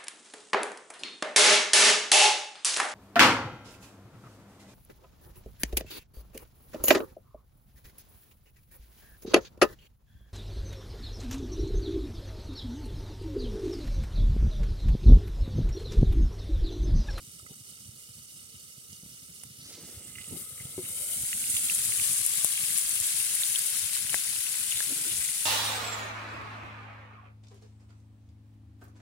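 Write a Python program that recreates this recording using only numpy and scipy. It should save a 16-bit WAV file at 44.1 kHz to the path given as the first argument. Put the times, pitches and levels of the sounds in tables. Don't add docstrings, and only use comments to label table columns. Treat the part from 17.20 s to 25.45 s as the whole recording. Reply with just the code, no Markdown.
import sys
import numpy as np
from scipy import signal
from scipy.fft import rfft, irfft
from scipy.io import wavfile
from scipy.ndimage import uniform_filter1d

SR = 44100
rng = np.random.default_rng(int(sys.argv[2]) if len(sys.argv) > 2 else 0)


def transcribe(u):
    v = np.clip(np.atleast_2d(u).T, -1, 1)
    q = np.round(v * 32767).astype(np.int16)
    wavfile.write(sys.argv[1], SR, q)


N = 364001
T = np.arange(N) / SR
BINS = np.arange(2049) * SR / 4096

# [t/s, bright fizz level/dB before surges and flares, fizz left minus right/dB, coarse simmer level/dB]
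FRYING = [(0, -49, -1.5, -55.5), (2.45, -50.5, -3, -55), (2.75, -47.5, -1, -55), (3.05, -43, -7.5, -51),
          (3.21, -40.5, 3.5, -52.5), (3.5, -41.5, 1.5, -51.5), (3.79, -31.5, 5.5, -46.5),
          (4.0, -30.5, 3, -45.5), (4.25, -30.5, -0.5, -42), (4.3, -29, -2, -41.5),
          (4.65, -26.5, 5.5, -38.5), (5.0, -26.5, 8, -38), (5.35, -29, 5.5, -38.5),
          (6.25, -28.5, 5.5, -37.5), (6.6, -31, 6.5, -38), (8.25, -29.5, 7, -39)]
# [t/s, open share 0-1, lag of the echo from the metal nearby/ms]
LID_MOTION = [(0, 0, 1.32), (2.6, 0.03, 1.37), (3.0, 0, 1.5), (3.5, 0.2, 1.5), (3.72, 0.24, 1.3),
              (4.1, 0.92, 1.34), (5.0, 1, 1.77), (8.25, 1, 2.05)]
# [t/s, share heard from above the pan 0-1, lag of the left port/ms]
MIC_AIM = [(0, 0.32, 0.26), (2.4, 0.12, 0.25), (2.6, 0, -0.046), (2.85, 0.87, -0.082), (3.6, 0.97, -0.1),
           (5.7, 1, -.14), (6.3, 0.95, -0.09), (8.25, 0.9, -0.1)]
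# [f/Hz with the lid shut, width/Hz, left level/dB, right level/dB]
PAN_AIR = [(1278, 220, 3.5, 19.5), (2046, 140, 8.5, 10), (2916, 290, 10, 11.5), (3710, 250, 7, 0.5),
           (4500, 110, 7, 6.5), (5210, 120, 6, 3), (6030, 170, 7.5, 2.5), (6680, 130, 4, 6),
           (8260, 260, 3.5, 3.5)]
# [t/s, peak level/dB before panning, f/Hz, left minus right/dB]
FAT_SPITS = [(1.7305, -33.5, 5800, -5), (2.2355, -29, 9400, -10), (4.3005, -15, 8600, 2),
             (4.3679, -16, 9000, 7), (4.453, -15, 8800, -4), (4.55, -11, 9300, -4), (4.6517, -16, 9700, 10),
             (4.932, -15, 9700, -5), (4.9803, -14.5, 9200, 7), (5.05, -15, 9400, 7), (5.0637, -9, 9700, 5),
             (5.246, -6.5, 9300, 11), (5.577, -15, 8900, 5), (5.5934, -19, 9000, 5), (5.694, -17, 9400, 13),
             (5.801, -15, 9170, 10), (5.8687, -13, 9600, 9), (5.9855, -15, 9800, 5), (6.152, -13, 9700, 11),
             (6.2138, -20, 9700, 4), (6.3912, -14, 9500, -6), (6.4663, -17, 9700, 10),
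             (6.9027, -26, 9500, -1), (6.9486, -15, 8800, 3), (7.3987, -20, 9700, 2)]


def amp(db):
    return 10 ** (np.asarray(db) / 20)


def curves(table):
    s, *columns = np.transpose(table)
    return [np.interp(T, s, c) for c in columns]


def unit(x, axis=None):
    return x / np.sqrt(np.mean(x ** 2, axis=axis, keepdims=True))


def ports(pan_db):
    return amp(np.array([[.5], [-.5]]) * pan_db)


def walk(rate):
    k = int(SR / rate)
    steps = rng.standard_normal(N)[np.arange(N) // k]
    return 1.2 * uniform_filter1d(steps, k)


def slope(points, column=1):
    points = np.array(points)
    return np.interp(np.log(BINS + 1), np.log(points[:, 0]), points[:, column])


def colour(x, db):
    cepstrum = irfft(np.log(amp(db)))
    fold = np.r_[1, np.full(len(db) - 2, 2), 1, np.zeros(len(db) - 2)]
    response = irfft(np.exp(rfft(cepstrum * fold)))
    return signal.oaconvolve(x, response)[:N]


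def resonate(x, hz, width_hz):
    return signal.lfilter(*signal.iirpeak(hz, hz / width_hz, fs=SR), x)


def ring(hz, t60):
    t = T[:SR // 5]
    return np.sin(2 * np.pi * hz * t) * np.exp(-np.log(1000) * t / t60)


def add(out, s, sound):
    i = max(int(s * SR), 0)
    out[:, i:i + sound.shape[-1]] += sound[..., :max(N - i, 0)]


def late(x, lag_ms):
    return np.interp(T - lag_ms / 1000, T, x)


def sizzle(shared_hz=1600, covered_shared_hz=3100, split_hz=5770, echo=0.17, fizz_echo=0.092):
    # [f/Hz, left level/dB, right level/dB]
    open_colour = [(450.0, -31, -31.5), (900.0, -29.5, -29), (1200.0, -33, -23), (1500, -22.5, -18),
                   (2900.0, -13.5, -15), (4800, -11, -17), (5750, -8.5, -17.5), (7100, -2.5, -6.5),
                   (9180, 6, -2.5), (10100, 8.5, -7.5), (11430, 2, -14), (12360, -2.5, -13),
                   (14000, -3.5, -20), (15900, -11.5, -13.5)]
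    # [f/Hz, left level/dB, right level/dB]
    side_colour = [(466, -16.5, -10), (820, -34, -22.5), (1800, -11, -15.5), (2500.0, -13.5, -14),
                   (4050, -18.5, -8.5), (5940, -6, 1.5), (7400, 1, -0.5), (8760, 6.5, 6.5),
                   (11000, 7.5, 3.5), (12300, -2, 0), (13500.0, 3, -1), (15600.0, -1, -1.5)]
    # [f/Hz, left level/dB, right level/dB]
    above_colour = [(480, -15, -12.5), (900.0, -23, -29), (1730, -28.5, -30.5), (2210, -23, -11.5),
                    (3300.0, -10, -22), (4800.0, -12, -26), (6130, -11, -13), (7260, -9.5, 0.5),
                    (8500, 1, 5.5), (9500, 10, 2), (11600, 5, -12.5), (13300, 3, -24), (16100, -7, -3)]
    # [t/s, f/Hz, level against the simmer/dB]
    lid_wave = [(2.8, 1275, -26), (3.3, 1250, -16), (3.7, 1335, -27), (4.1, 1570, -28), (4.4, 1424, -25),
                (4.7, 1247, -30), (5.05, 1162, -27), (5.6, 1220, -26.5), (6.3, 1336, -32)]
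    surge_db, surges_per_s = 0.35, 13
    flare_db = 2.06
    gap_shut_hz, gap_rise_octaves = 420, 0.97
    gap_db, gap_ajar_share, gap_spread_share = -13.5, 0.36, 0.35

    fizz_db, pan_db, simmer_db = curves(FRYING)
    fizz_db = fizz_db + surge_db * walk(surges_per_s) + flare_db * flares()
    opening, lag_ms = curves(LID_MOTION)
    opening, above = np.clip([opening, curves(MIC_AIM)[0]], 0, 1)

    muffled = droplets(rate=5000, spread_db=2.5, mist_db=-1.5, splutter_db=0.83, patchy_db=2.1)
    crisp = droplets(rate=5000, spread_db=2.6, mist_db=-2.0, splutter_db=0.6, patchy_db=1.7)
    from_side = np.sqrt(1 - above) * voiced(muffled, side_colour)
    from_above = np.sqrt(above) * voiced(muffled, above_colour)
    covered = hollow(shared(from_side + from_above, covered_shared_hz), opening)
    covered_bands = split(covered, split_hz)
    open_bands = split(voiced(crisp, open_colour), split_hz)
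    simmer, fizz = np.sqrt(1 - opening ** 2) * covered_bands + opening * open_bands

    gap_hz = gap_shut_hz * 2 ** (gap_rise_octaves * opening)
    gap_gain = amp(gap_db) * np.exp(-((opening - gap_ajar_share) / gap_spread_share) ** 2)
    wave_hz, wave_db = curves(lid_wave)
    gap_air = gap_gain * singing_air(gap_hz, width_hz=104)
    wave_air = amp(wave_db) * singing_air(wave_hz, width_hz=110)
    simmer = shared(simmer, shared_hz) + gap_air + wave_air
    simmer = np.array([x + echo * late(x, lag_ms) for x in simmer])
    fizz = np.array([x + fizz_echo * (1 - opening) * late(x, lag_ms) for x in fizz])
    return simmer * amp(simmer_db) + fizz * amp(fizz_db) * ports(pan_db)


def droplets(rate, spread_db, mist_db, splutter_db, patchy_db):
    sizes = amp(spread_db * np.minimum(rng.exponential(size=(2, N)), 5))
    struck = rng.random((2, N)) < rate / SR
    clicks = unit(struck * sizes * rng.choice([-1, 1], (2, N)))
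    mist = amp(mist_db) * rng.standard_normal((2, N))
    flurry_db = splutter_db * (walk(22) + np.array([walk(90), walk(90)]))
    return patches((clicks + mist) * amp(flurry_db), patchy_db)


def patches(x, db, size=3):
    spectrum = signal.stft(x, nperseg=256)[2]
    field = rng.standard_normal(spectrum.shape)
    field = uniform_filter1d(uniform_filter1d(field, size, axis=1), size, axis=2)
    field = unit(field + field[::-1] / 2)
    return signal.istft(spectrum * amp(db * field))[1][:, :N]


def voiced(clicks, table):
    return unit(np.array([colour(clicks[0], slope(table, 1)), colour(clicks[1], slope(table, 2))]))


def shared(pair, hz):
    difference = signal.sosfiltfilt(signal.butter(2, hz, fs=SR, output="sos"), pair[0] - pair[1])
    return pair + np.array([[-.5], [.5]]) * difference


def hollow(pair, opening):
    rise_octaves = 0.14
    hz, s, spectrum = signal.stft(pair, SR, nperseg=1024)
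    hz = hz[:, None] / 2 ** (rise_octaves * np.interp(s, T, opening))
    ring_db = sum(np.reshape(db, (2, 1, 1)) / (1 + (2 * (hz - centre) / width) ** 2)
                  for centre, width, *db in PAN_AIR)
    return signal.istft(spectrum * amp(ring_db))[1][:, :N]


def split(x, hz):
    def power(v):
        return uniform_filter1d(v ** 2, SR // 2)

    f = np.arange(N // 2 + 1) * SR / N
    low = irfft(rfft(x) / (1 + (f / hz) ** 8), N)
    high = x - low
    return np.array([low / np.sqrt(power(low).mean(axis=0)), high / np.sqrt(power(high))])


def singing_air(hz, width_hz):
    low_pass = signal.butter(2, width_hz / 2, fs=SR, output="sos")
    wobble = signal.sosfilt(low_pass, rng.standard_normal((2, N)))
    phase = 2 * np.pi * np.cumsum(hz) / SR
    return unit(wobble[0] * np.cos(phase) + wobble[1] * np.sin(phase))


def flares(flare_s=0.011):
    times = np.array(FAT_SPITS)[:, 0]
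    nearest = times[np.searchsorted((times[1:] + times[:-1]) / 2, T)]
    return np.exp(-((T - nearest) / flare_s) ** 2)


def crackle(count=700, loud_db=2.5, spread_db=2.0, centre_hz=9200, scatter_octaves=0.41, cycles=14,
            scatter_pan_db=12):
    out = np.zeros((2, N))
    fizz_db, pan_db, _ = curves(FRYING)
    t = T[:SR // 200]
    for when, size, pitch, length, place, lag in rng.random((count, 6)):
        i, hz = int(when * N), centre_hz * 2 ** (scatter_octaves * (pitch - .5))
        age = np.maximum(t * hz - np.array([[0], [2 * lag]]), 0)
        snap = np.sin(2 * np.pi * age) * np.exp(-np.log(1000) * age / (cycles * (.5 + length)))
        db = fizz_db[i] + loud_db - spread_db * np.log(size + 0.02)
        add(out, i / SR, snap * amp(db) * ports(pan_db[i] + scatter_pan_db * (place - .5)))
    return out


def spits(width_hz=3200, burst_db=-8, burst_s=0.00059, tail_db=-25, tail_s=0.0087, raw=0.014):
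    out, t = np.zeros((2, N)), T[:SR // 40]
    for s, db, hz, pan_db in FAT_SPITS:
        steam = amp(burst_db) * np.exp(-t / burst_s) + amp(tail_db) * np.exp(-t / tail_s)
        crack = (t == 0) + steam * rng.standard_normal((2, len(t)))
        bright = resonate(resonate(crack, hz, 2 * width_hz), hz, 2 * width_hz)
        crack = resonate(bright, hz, width_hz) + raw * crack
        crack = crack / np.abs(crack).max(axis=1, keepdims=True)
        add(out, s, crack * amp(db) * ports(pan_db))
    return out


def bubble(hz, cycles=11, echo=0.21, echo_s=0.00141, width=0.49):
    t = T[:SR // 40]
    burst = ring(hz, cycles / hz)[:len(t)]
    burst = burst + echo * np.interp(t - echo_s, t, burst)
    burst = resonate(resonate(burst, hz, width * hz), hz, width * hz)
    return burst / np.abs(burst).max()


def bubbles(count=1200, small_db=0.0, spread_db=13.0, centre_hz=2800, lid_db=-7, lid_ring=1.26,
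            scatter_db=9, scatter_octaves=0.29):
    # [t/s, peak
    # level/dB before panning and lid, f/Hz, cycles of ring, left minus right/dB]
    pops = [(0.196, -47, 1300, 14, -5), (0.263, -45, 1300, 10, -5), (0.265, -38, 2050, 12, -3),
            (0.834, -47, 2950, 16, -2), (1.192, -42, 2950, 15, 1), (1.353, -40, 3000, 16, -1),
            (2.957, -31, 2620, 10, -3), (2.9838, -30, 2060, 7.2, -6), (3.043, -35, 2660, 11, -2),
            (3.4007, -39, 2064, 11, -8), (4.129, -26, 1970, 17, -3), (4.1305, -22, 2750, 9, -3),
            (4.241, -28.5, 2570, 9, -9), (4.4855, -25, 3810, 11, -5), (4.498, -21, 2660, 25, -12.5),
            (4.7217, -25, 2230, 6.9, -4), (4.7979, -25, 2500, 9, -10), (5.355, -25, 2900, 12, 2),
            (5.3772, -23.5, 2470, 10.4, -3), (5.4392, -27, 2780, 11, 1), (6.003, -26, 2740, 16, 3),
            (6.235, -17, 3670, 12, 8), (6.35, -24, 2990, 9, 2), (6.3588, -16.5, 3280, 17, 4),
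            (6.895, -22, 3100, 11, -1), (7.1634, -25.5, 2900, 10, 0), (7.2668, -25, 2780, 11, 2),
            (7.516, -23, 3500, 14, 4), (7.5226, -20.5, 2840, 14, -1), (7.5565, -30, 2900, 12, 1),
            (8.015, -36, 2050, 22, 2), (8.048, -34, 2170, 22, -2), (8.089, -33, 2100, 18, 0)]
    # [centre t/s, length/s, level/dB before scatter, panning and lid, f/Hz before scatter, left minus right/dB]
    spatters = [(2.989, 0.075, -41, 2500, -2), (3.393, 0.046, -47, 2220, -2), (3.651, 0.019, -47, 2500, 1),
                (3.927, 0.024, -41, 3040, 0), (4.348, 0.015, -42, 2500, -2), (4.372, 0.012, -31, 3300, -1),
                (4.83, 0.03, -37, 3100, 8), (5.372, 0.041, -38, 2900, 0), (5.442, 0.02, -37, 2700, 0.5),
                (5.765, 0.043, -35.5, 2860, -3), (5.902, 0.013, -41, 3200, 4), (6.264, 0.015, -41, 3700, 8),
                (6.751, 0.02, -47, 2160, -3), (7.581, 0.05, -31.5, 3600, 4), (7.916, 0.021, -36, 3220, 2),
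                (8.012, 0.039, -39, 2500, 3), (8.05, 0.017, -44, 2500, -5)]
    out = np.zeros((2, N))
    for s, db, hz, cycles, pan_db in pops:
        add(out, s, bubble(hz, cycles) * amp(db) * ports(pan_db))
    for s, length_s, db, hz, pan_db in spatters:
        for when, size, pitch in rng.random(size=(10, 3)):
            pop = bubble(hz * 2 ** (scatter_octaves * (pitch - .5)), cycles=2.7)
            gain = amp(db - scatter_db * (size - 1.0))
            add(out, s + length_s * (when - .5), pop * gain * ports(pan_db))
    closed = 1 - curves(LID_MOTION)[0]
    level_db = curves(FRYING)[2] + small_db + lid_db * closed
    for when, size, pitch, length in rng.random((count, 4)):
        db = level_db[int(when * N)] - spread_db * np.log(2 * size + 0.67)
        pop = bubble(centre_hz * 2 ** (1.15 * (pitch - .5)), cycles=4 + 12 * length ** 2)
        add(out, when * N / SR, pop * amp(db))
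    ringing = sum(resonate(out, hz, width / 4) for hz, width, *_ in PAN_AIR)
    return out * (1 - closed / 2) + lid_ring * closed * ringing


def fire(flutter_db=9.5, side_db=-16, puff_db=1.0, puff_cycles=0.31, swell_s=0.0112):
    # [t/s, level/dB before panning]
    flame_level = [(0, -59.5), (2.3, -58.5), (2.8, -55), (4.8, -53.5), (6.3, -59.5), (6.8, -55), (7.3, -60),
                   (7.8, -53), (8.25, -63)]
    # [t/s, level/dB before puff_db and panning, f/Hz]
    puffs = [(0.22, -41, 98), (0.299, -37, 147), (0.681, -37.5, 104), (1.571, -40.5, 135),
             (1.719, -43, 170), (1.823, -39, 170), (1.851, -41, 175), (2.765, -34, 90), (3.398, -36.5, 122),
             (3.443, -30.5, 134), (4.025, -37, 149), (4.807, -38, 129), (5.173, -41, 167),
             (5.424, -39.5, 151), (5.543, -43, 191), (5.801, -40, 107), (6.84, -36, 111.2),
             (7.911, -42, 111), (7.978, -44, 95)]
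    flame_db, = curves(flame_level)
    middle = flutter(flutter_db)
    side = amp(side_db) * flutter(flutter_db) * np.array([[1], [-1]])
    out = (middle + side) * amp(flame_db)
    t = T[:SR // 20] - swell_s
    for s, db, hz in puffs:
        tone = np.sin(2 * np.pi * (hz * t + rng.random()))
        add(out, s, amp(db + puff_db) * tone * np.exp(-np.abs(t * hz / puff_cycles) ** 0.6))
    return out * ports(-1.8)


def flutter(depth_db):
    # [f/Hz, level/dB]
    flame_colour = [(20, -6.5), (30, -22), (42, -31), (62, -3), (100, 2), (160, -1), (240, -5.5),
                    (400, -26.5), (800, -36.5), (1600, -25)]
    uneven = rng.standard_normal(N) * amp(depth_db * np.tanh(walk(45)))
    return unit(colour(uneven, slope(flame_colour)))


def snaps(crack_hz=2000, crack_s=0.0016, thud_db=-11, thump_db=-25):
    # [t/s, level/dB, knock f/Hz, cycles of ring,
    # crack gain against the knock/dB, firebox gain against the knock/dB before thud_db and thump_db]
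    wood_snaps = [(0.265, -51, 700, 2, -10, -3), (2.2354, -39, 900, 2.2, 1.5, -9),
                  (5.2466, -11.5, 1900, 0.87, -15, -2), (6.9316, -28, 1850, 7.6, -1, -14),
                  (6.9435, -11, 2120, 6.6, -6, -4.5), (6.9438, -24, 1576, 19, -18, -8),
                  (7.605, -24, 1690, 32, -16, -17)]
    out, t = np.zeros((2, N)), T[:SR // 5]
    firebox = amp(thud_db) * ring(560, 0.003) + amp(thump_db) * (ring(190, 0.025) + ring(620, 0.012))
    for s, db, hz, cycles, crack_db, firebox_db in wood_snaps:
        knock = resonate(ring(hz, cycles / hz), hz, 2.0 * hz)
        crack = rng.standard_normal((2, len(t))) * np.exp(-t / crack_s)
        crack = resonate(crack, crack_hz, 2 * crack_hz)
        crack = amp(crack_db) * crack / np.abs(crack).max()
        add(out, s, amp(db) * (knock - amp(firebox_db) * firebox + crack))
    return out


def handling(grip_db=5.5, apart=0.27):
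    # [centre t/s, half length/s,
    # level/dB, f/Hz, width/Hz before widening]
    rustles = [(0.249, 0.015, -58.5, 218, 219), (0.313, 0.016, -56.5, 218, 219),
               (2.62, 0.13, -56.5, 290, 207), (2.554, 0.16, -52, 4800, 2740),
               (2.559, 0.1, -70.5, 1200, 900), (2.815, 0.052, -59, 280, 200),
               (3.135, 0.02, -42.5, 165, 131), (3.169, 0.031, -54, 294, 193), (4.301, 0.15, -61.5, 226, 80),
               (7.714, 0.017, -45.5, 300, 120.3), (7.841, 0.085, -54.5, 315, 112)]
    # [t/s, level/dB before the handle's own gains and panning]
    bumps = [(3.112, -62), (3.137, -56), (3.167, -55), (3.5797, -39.5), (3.59, -41.5)]
    # [f/Hz, level/dB, t60/s]
    handle = [(360, 11.5, 0.084), (290, -7, .05), (498, -11, 0.18), (900, -17, 0.077), (170, 1, 0.072)]
    out = np.zeros((2, N))
    for s, half_s, db, hz, width_hz in rustles:
        t = T[:int(6 * half_s * SR)] - 3 * half_s
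        grip = amp(grip_db * np.tanh(walk(66.6)[:len(t)]))
        mid, side = rng.standard_normal((2, SR * 2))[:, :len(t)] * grip
        rub = mid + apart * side * np.array([[1], [-1]])
        for _ in range(3):
            rub = resonate(rub, hz, 2.3 * width_hz)
        add(out, s + t[0], unit(rub) * amp(db) * np.exp(-(t / half_s) ** 2 / 2))
    knock = sum(amp(db) * ring(hz, t60) for hz, db, t60 in handle)
    for s, db in bumps:
        add(out, s, amp(db) * knock * ports(2.6))
    return out


def off_axis(pair):
    return np.array([late(pair[0], curves(MIC_AIM)[1]), pair[1]])


def scene():
    return spits() + off_axis(sizzle() + crackle() + bubbles() + fire() + snaps() + handling())


def record(dry):
    bass_hz, top_hz = 42, 15850
    dry = signal.sosfilt(signal.butter(2, bass_hz, "high", fs=SR, output="sos"), dry)
    return signal.sosfilt(signal.ellip(12, .1, 80, top_hz, fs=SR, output="sos"), dry)


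dry = scene()
out = record(dry)
transcribe(out)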